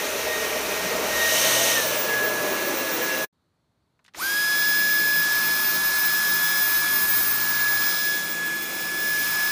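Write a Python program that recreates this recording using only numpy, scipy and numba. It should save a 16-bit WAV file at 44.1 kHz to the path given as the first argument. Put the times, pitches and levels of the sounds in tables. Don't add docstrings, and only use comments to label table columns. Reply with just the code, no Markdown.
import sys
import numpy as np
from scipy import signal
from scipy.fft import rfft, irfft, next_fast_len
from scipy.io import wavfile
from scipy.ndimage import uniform_filter1d, map_coordinates
from numba import njit

SR = 44100
rng = np.random.default_rng(int(sys.argv[2]) if len(sys.argv) > 2 else 0)


def generate_wav(sig):
    pcm = np.round(np.clip(np.atleast_2d(sig).T, -1, 1) * 32767).astype(np.int16)
    wavfile.write(sys.argv[1], SR, pcm)


N = 419391
TIME = np.arange(N) / SR
MAT_END_S, CARPET_START_S, SWITCH_ON_S = 3.245, 3.327, 4.138
CRUISE_HZ, RUN_UP_HZ_PER_S, SETTLE_LAG_S = 1690, 16700, .076


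def undb(db):
    return 10 ** (np.asarray(db) / 20)

def unit(x):
    return x / np.sqrt(np.mean(x ** 2))

def curves(table):
    seconds, *columns = np.transpose(table)
    return [np.interp(TIME, seconds, column) for column in columns]

def ramp(start_s, length_s):
    return np.clip((TIME - start_s) / length_s, 0, 1)

def lag(start_s, lag_s):
    return np.exp(-np.maximum(TIME - start_s, 0) / lag_s)

def bell(x, centre, width):
    return np.exp(-((x - centre) / width) ** 2)

def swing(db):
    return db - np.median(db[TIME > SWITCH_ON_S])

def walk(rate):
    knots, steps = rng.standard_normal(2048), np.arange(0, N, 32)
    coarse = map_coordinates(knots, [steps / SR * rate], order=3, mode="wrap")
    return np.interp(np.arange(N), steps, coarse)

def rush(colour, low_hz=10., high_hz=20000.):
    size = next_fast_len(N)
    f = np.maximum(np.fft.rfftfreq(size, 1 / SR), 1)
    hz, db = np.transpose(colour)
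    gain = undb(np.interp(np.log(f), np.log(hz), db))
    low, high = max(low_hz, hz[0] * .8), min(high_hz, hz[-1] * 1.3)
    gain /= np.sqrt((1 + (low / f) ** 12) * (1 + (f / high) ** 12))
    return unit(irfft(rfft(rng.standard_normal(size)) * gain, size)[:N])

@njit
def resonance(x, hz, width):
    y, band_state, low_state = np.empty(len(x)), 0., 0.
    for i in range(len(x)):
        tuning, damping = np.tan(np.pi * hz[i] / SR), width / hz[i]
        passed = (band_state + tuning * (x[i] - low_state)) / (1 + tuning * (tuning + damping))
        band_state, low_state = 2 * passed - band_state, low_state + 2 * tuning * passed
        y[i] = damping * passed
    return y

def ring(x, hz, width):
    centre = hz + np.zeros(len(x))
    return resonance(resonance(x, centre, 1.6 * width), centre, 1.6 * width)

def band(hz, width):
    return unit(ring(rng.standard_normal(N), hz, width))

def tone(hz, scatter, flutter_rate, rough=.11):
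    echoes = scatter * (walk(flutter_rate) + 1j * walk(flutter_rate))
    roughness = rough * (walk(130) + 1j * walk(130))
    return unit(np.real((1 + echoes + roughness) * np.exp(2j * np.pi * np.cumsum(hz) / SR)))


# pitch in Hz, relative level in dB.
ROOM_COLOUR = [(18, -52), (30, -19), (76, 0), (137, 0), (577, -13), (1100, -14), (2770, -27), (4400, -20),
               (4880, -29), (10000, -34), (14000, -39)]

def room():
    return undb(-71.5) * rush(ROOM_COLOUR)


# start in seconds, peak level in dB, pitch in Hz.
TRIGGER_CLICKS = [(3.992, -55.5, 1010), (4.043, -54, 6000), (4.049, -48, 2100), (4.062, -48, 2800),
                  (4.08, -43, 1500), (4.137, -45, 2500), (4.146, -31.5, 1300)]
# start in seconds, peak level in dB.
HEAD_BUMPS = [(1.11, -42.5), (4.17, -52), (4.245, -54), (7.66, -52), (7.75, -44)]

def knocks(click_decay_s=.046, bump_decay_s=.16, bump_hz=62.):
    out, t = np.zeros(N), np.arange(SR // 4) / SR
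    clicks = [(s, db, hz, hz * 1.06, click_decay_s) for s, db, hz in TRIGGER_CLICKS]
    bumps = [(s, db, bump_hz, 50., bump_decay_s) for s, db in HEAD_BUMPS]
    for start_s, db, hz, width, decay_s in clicks + bumps:
        burst = rng.standard_normal(len(t)) * undb(-60 * t / decay_s)
        hit, at = ring(burst, hz, width), int(start_s * SR)
        out[at:at + len(t)] += undb(db) * hit / np.abs(hit).max()
    return out


# multiple of its spin rate, level in dB.
BRUSH_OVERTONES = [(3, -55), (4, -54), (5, -61.5), (6, -56.5)]

def brush_roller(hz, once_db, twice_db):
    contact = np.minimum(hz / 54, 1) ** 4
    wobble = undb(once_db) * tone(hz, .2, 7)
    bristles = undb(twice_db) * tone(2 * hz, .22, 12)
    overtones = sum(undb(db) * tone(k * hz, .55, 9) for k, db in BRUSH_OVERTONES)
    return bristles + contact * (wobble + overtones)


# time in seconds, once-a-turn and twice-a-turn relative levels in dB.
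MAT_HUM = [(0.0, -69, -72), (0.07, -55.5, -56), (1.08, -52.5, -64), (1.14, -46, -55), (1.48, -56.5, -46.5),
           (2.43, -69.5, -51.5), (2.73, -60.5, -71), (2.91, -64, -56), (3.16, -61, -72), (3.22, -59.5, -60)]
# time in seconds, relative level in dB.
MAT_ROAR_LEVEL = [(0.0, -32.5), (1.79, -28), (1.82, -30.5), (2.54, -29), (3.22, -31.5)]
# pitch in Hz, relative level in dB.
MAT_ROAR_COLOUR = [(25, -28), (50, -19.5), (100, -16), (145, -14), (190, -5.5), (320, -2), (470, -1),
                   (650, -2), (730, -4), (880, -2), (1400, -4.5), (2000, -19.5)]
# time in seconds, lower and upper pitch in Hz.
AIR_POCKET = [(0, 448, 608), (.75, 428, 622), (1.2, 487, 601), (1.65, 544, 666), (2.0, 507, 588),
              (2.4, 410, 604), (2.65, 350, 581), (2.98, 320, 490), (3.24, 349, 526)]

def head_on_mat(edge, brush_hz=64.):
    (roar_db,), (lower_hz, upper_hz) = curves(MAT_ROAR_LEVEL), curves(AIR_POCKET)
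    once_db, twice_db = curves(MAT_HUM)
    pocket = undb(-5) * (band(lower_hz, 75.) + band(upper_hz, 34.))
    tube = undb(-9) * band(635., 26.)
    roar = undb(-2.5) * rush(MAT_ROAR_COLOUR) + pocket + tube
    slap = 1 + .063 * np.sin(2 * np.pi * 2 * brush_hz * TIME)
    roar *= undb(roar_db - .3 * edge + walk(22)) * slap
    growl = undb(-41) * bell(TIME, .89, .088) * band(187, 50.)
    return roar + growl + brush_roller(np.full(N, brush_hz), once_db - .5, twice_db)


# time in seconds, turns per second, twice-a-turn level in dB.
CARPET_HUM = [(4.3, 30, -85), (4.9, 55.16, -63.5), (6.5, 54.36, -59.5), (7.3, 54.34, -51),
              (7.55, 59.26, -52), (8.15, 59.2, -62), (8.55, 55.2, -71), (8.95, 54.4, -58), (9.5, 55, -58.5)]
# time in seconds, relative level in dB.
GAP_LEVEL = [(4.35, -39), (4.38, -38.5), (5.04, -40.5), (5.34, -36), (7.89, -36), (8.05, -42),
             (9.21, -41.5), (9.31, -37), (9.5, -37)]
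# pitch in Hz, relative level in dB.
GAP_COLOUR = [(500, -22), (760, -5.5), (1000, -2), (1350, 0.5), (1600, -2), (1950, -7), (2350, -7.5),
              (2900, -29), (5000, -43)]
SCRUB_COLOUR = [(25, -26), (50, -21), (95, -15.5), (165, -2.5), (250, -2.5), (335, 3), (420, -1.5),
                (520, -2.5), (700, -3.5), (1500, -25.5)]

def head_on_carpet(flow):
    (gap_db,), (brush_hz, twice_db) = curves(GAP_LEVEL), curves(CARPET_HUM)
    gap = undb(gap_db + 1 + .19 * walk(12)) * rush(GAP_COLOUR)
    scrub = undb(-44 - .32 * swing(gap_db) + 1.1 * walk(18)) * rush(SCRUB_COLOUR)
    hum = brush_roller(brush_hz, once_db=-67, twice_db=twice_db)
    return flow ** .95 * gap + flow ** .84 * (scrub + hum)


# delay in seconds, share by which it drifts, gain in dB.
NEAR_ECHOES = [(.0004, .2, -23.5), (.0045, .04, -13)]

def reflected(x):
    out = x.copy()
    for delay_s, drift, db in NEAR_ECHOES:
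        earlier = np.arange(N) - delay_s * SR * (1 + drift * walk(1.1))
        out += undb(db) * map_coordinates(x, [earlier], order=3, mode="mirror")
    return out


# pitch in Hz, relative level in dB.
MAT_AIR_COLOUR = [(1000, -7), (1550, -1), (2500, -0.4), (3400, -6.5), (3950, -4.5), (4900, -8.5),
                  (5900, -3.5), (6600, -6.5), (7600, -11), (8600, -9), (9700, -7), (10400, -11),
                  (11300, -6.5), (15000, -6)]
# pitch in Hz, width in Hz, relative level in dB.
LEAK_WHISTLES = [(3000, 370, -4), (3860, 770, -3), (6100, 1000, 0.5), (8370, 830, -8)]

def air_on_mat(boost, edge):
    hiss = undb(-32 + 1.53 * boost + 3.5 * edge + .62 * walk(14)) * rush(MAT_AIR_COLOUR, high_hz=7670)
    sizzle = undb(-34.5 + 8.5 * edge + .29 * walk(24)) * rush(MAT_AIR_COLOUR, low_hz=7700)
    leak = sum(undb(db) * band(hz, width) for hz, width, db in LEAK_WHISTLES)
    return reflected(hiss + sizzle + undb(-46 + 18.5 * edge) * leak)


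# time in seconds, relative levels of the hiss and of the high sizzle in dB.
EXHAUST_LEVELS = [(4.3, -31.5, -33), (4.47, -31, -33), (4.95, -30.5, -33.5), (5.07, -30.5, -34),
                  (6.73, -30, -31), (7.17, -31, -29), (7.51, -31.5, -33), (8.06, -31, -34),
                  (8.41, -39, -41), (8.99, -36, -38), (9.19, -32, -33.5), (9.5, -31.5, -34.5)]
# pitch in Hz, relative level in dB.
CARPET_AIR_COLOUR = [(1500, -3.5), (1950, -2), (2350, -1), (2850, -2), (4100, 0.5), (4650, -1.5),
                     (5600, 1.5), (6300, -1.5), (6850, -3.5), (7600, -9), (10000, -1.5), (12800, -4.5),
                     (14000, 3), (15000, -7)]
# pitch in Hz, width in Hz, level in dB.
HOUSING_RINGS = [(2317, 390, -40), (3060, 890, -46), (5660, 600, -56.5), (6900, 480, -44.5),
                 (8300, 1500, -44.5)]

def air_on_carpet(flow):
    hiss_db, sizzle_db = curves(EXHAUST_LEVELS)
    hiss = undb(hiss_db - 2.5 + .52 * walk(12)) * rush(CARPET_AIR_COLOUR, low_hz=3200, high_hz=7600)
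    sizzle = undb(sizzle_db + .2 + .31 * walk(12)) * rush(CARPET_AIR_COLOUR, low_hz=7760)
    housing = sum(undb(db + .79 * walk(2.49)) * band(hz * (1 + .004 * walk(1.65)), width)
                  for hz, width, db in HOUSING_RINGS)
    housing *= undb(.29 * swing(hiss_db))
    return reflected(flow ** 1.25 * (hiss + housing) + flow ** 1.7 * sizzle)


# time in seconds, relative level in dB.
FAST_WHINE_LEVEL = [(0.0, -39), (0.104, -52.5), (0.33, -37), (0.61, -46), (0.928, -39), (1.012, -47),
                    (1.22, -27.5), (1.392, -35.5), (1.7, -36.5)]
SLOW_WHINE_LEVEL = [(1.97, -38), (2.07, -37), (2.112, -29.5), (2.718, -37.5), (2.736, -46.5), (2.906, -33),
                    (2.976, -50), (3.03, -33), (3.22, -31.5)]
# multiple of the fan's spin rate, relative level in dB.
MAT_OVERTONES = [(2, -15.5), (3, -20.5), (5, -27), (7, -27.5), (8, -23.5)]

def fan_on_mat(boost, eased_hz=1684, boost_hz=1869):
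    (whine_db,) = curves(FAST_WHINE_LEVEL + SLOW_WHINE_LEVEL)
    hz = eased_hz + (boost_hz - eased_hz) * boost
    housing_gain = 1 + undb(6) * bell(hz, 1806, 40)
    whine = housing_gain * tone(hz, .22, 16, rough=.14)
    overtones = undb(7 * (boost - .5)) * sum(undb(db) * tone(k * hz, .34, 15) for k, db in MAT_OVERTONES)
    shrill = undb(-35.5 + 1.5 * walk(24)) * tone(9 * hz, .65, 28)
    whistle = (1 - boost) * undb(-45.5) * tone(np.full(N, 2713.), .9, 30)
    return undb(whine_db + 2.5) * (whine + overtones) + shrill + whistle


def shrill_on_carpet(hz):
    jet_db = swing(curves(EXHAUST_LEVELS)[1])
    strain = lag(SWITCH_ON_S + CRUISE_HZ / RUN_UP_HZ_PER_S, SETTLE_LAG_S)
    unsettled = 1 - ramp(4.53, .05)
    level_db = -26 + 1.5 * jet_db - 13 * unsettled + 5 * strain + 1.5 * walk(24)
    zip_gain = 1 + undb(3) * bell(9 * hz, 3950, 650)
    scatter = .3 * undb(-.8 * jet_db)
    return zip_gain * undb(level_db) * tone(9 * hz, scatter, 32)


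# time in seconds, relative level in dB.
CARPET_WHINE_LEVEL = [(4.3, -25.5), (4.39, -23), (5.12, -21.5), (5.78, -27.5), (5.95, -24.5), (6.94, -25.5),
                      (7.31, -31), (7.67, -22.5), (7.98, -28.5), (8.09, -23.5), (8.3, -32.5), (8.43, -26.5),
                      (8.54, -27.5), (8.65, -35.5), (9.15, -24), (9.31, -29), (9.41, -23.5), (9.5, -25.5)]
# multiple of the fan's spin rate, relative level in dB.
CARPET_MULTIPLES = [(2, -2), (3, 2.5), (4, -24), (5, -27), (6, -15), (7, -11), (8, -10)]
# time in seconds, relative level in dB of multiples 3 and up, the same for multiple 2.
MULTIPLE_LEVELS = [(4.35, -34, -42), (5.68, -39, -45.5), (5.86, -40.5, -53), (6.52, -38, -41.5),
                   (6.72, -41, -46.5), (6.97, -42, -42), (7.1, -46, -60), (7.39, -49, -52),
                   (7.68, -44, -54), (7.92, -35.5, -43), (8.39, -50.5, -47), (9.36, -39.5, -48.5),
                   (9.5, -41, -47)]

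def fan_on_carpet(hz, flow):
    (whine_db,), (higher_db, second_db) = curves(CARPET_WHINE_LEVEL), curves(MULTIPLE_LEVELS)
    whine = undb(whine_db + 1.13) * tone(hz, .031, 16, rough=.04)
    overtones = sum(undb(db + (second_db + 5.5 if k == 2 else higher_db + 1)) * tone(k * hz, .13, 11)
                    for k, db in CARPET_MULTIPLES)
    return flow ** 2.55 * whine + flow ** 14 * overtones + flow ** .75 * shrill_on_carpet(hz)


def vacuum_on_mat():
    boost = lag(start_s=1.75, lag_s=.063)
    edge = ramp(start_s=1.022, length_s=.33) - ramp(start_s=1.692, length_s=.43)
    return head_on_mat(edge) + air_on_mat(boost, edge) + fan_on_mat(boost)


# time in seconds, turns per second.
LOADED_SPEED = [(4.6, 1693), (5.62, 1700), (7.29, 1700), (7.56, 1693), (8.41, 1692), (8.69, 1703),
                (9.5, 1703)]

def vacuum_on_carpet(wander_hz=.65, settle_hz=550):
    (load_hz,) = curves(LOADED_SPEED)
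    settling_hz = load_hz + wander_hz * walk(4) - settle_hz * lag(SWITCH_ON_S, SETTLE_LAG_S)
    hz = np.clip(RUN_UP_HZ_PER_S * (TIME - SWITCH_ON_S), 0, settling_hz)
    flow = np.minimum(hz / CRUISE_HZ, 1)
    return head_on_carpet(flow) + air_on_carpet(flow) + fan_on_carpet(hz, flow)


def scene():
    mat_fade = undb(-60 * np.clip((TIME - MAT_END_S) / .03, 0, 3))
    carpet_fade = uniform_filter1d(1. * (TIME > CARPET_START_S), size=128)
    mono = mat_fade * vacuum_on_mat() + carpet_fade * (room() + vacuum_on_carpet()) + knocks()
    return np.array([mono, mono])

def record(dry, bass_hz=36, top_hz=15500):
    thinned = signal.sosfilt(signal.butter(2, bass_hz, "highpass", fs=SR, output="sos"), dry)
    return signal.sosfilt(signal.ellip(14, .1, 90, top_hz, fs=SR, output="sos"), thinned)


dry = scene()
out = record(dry)
generate_wav(out)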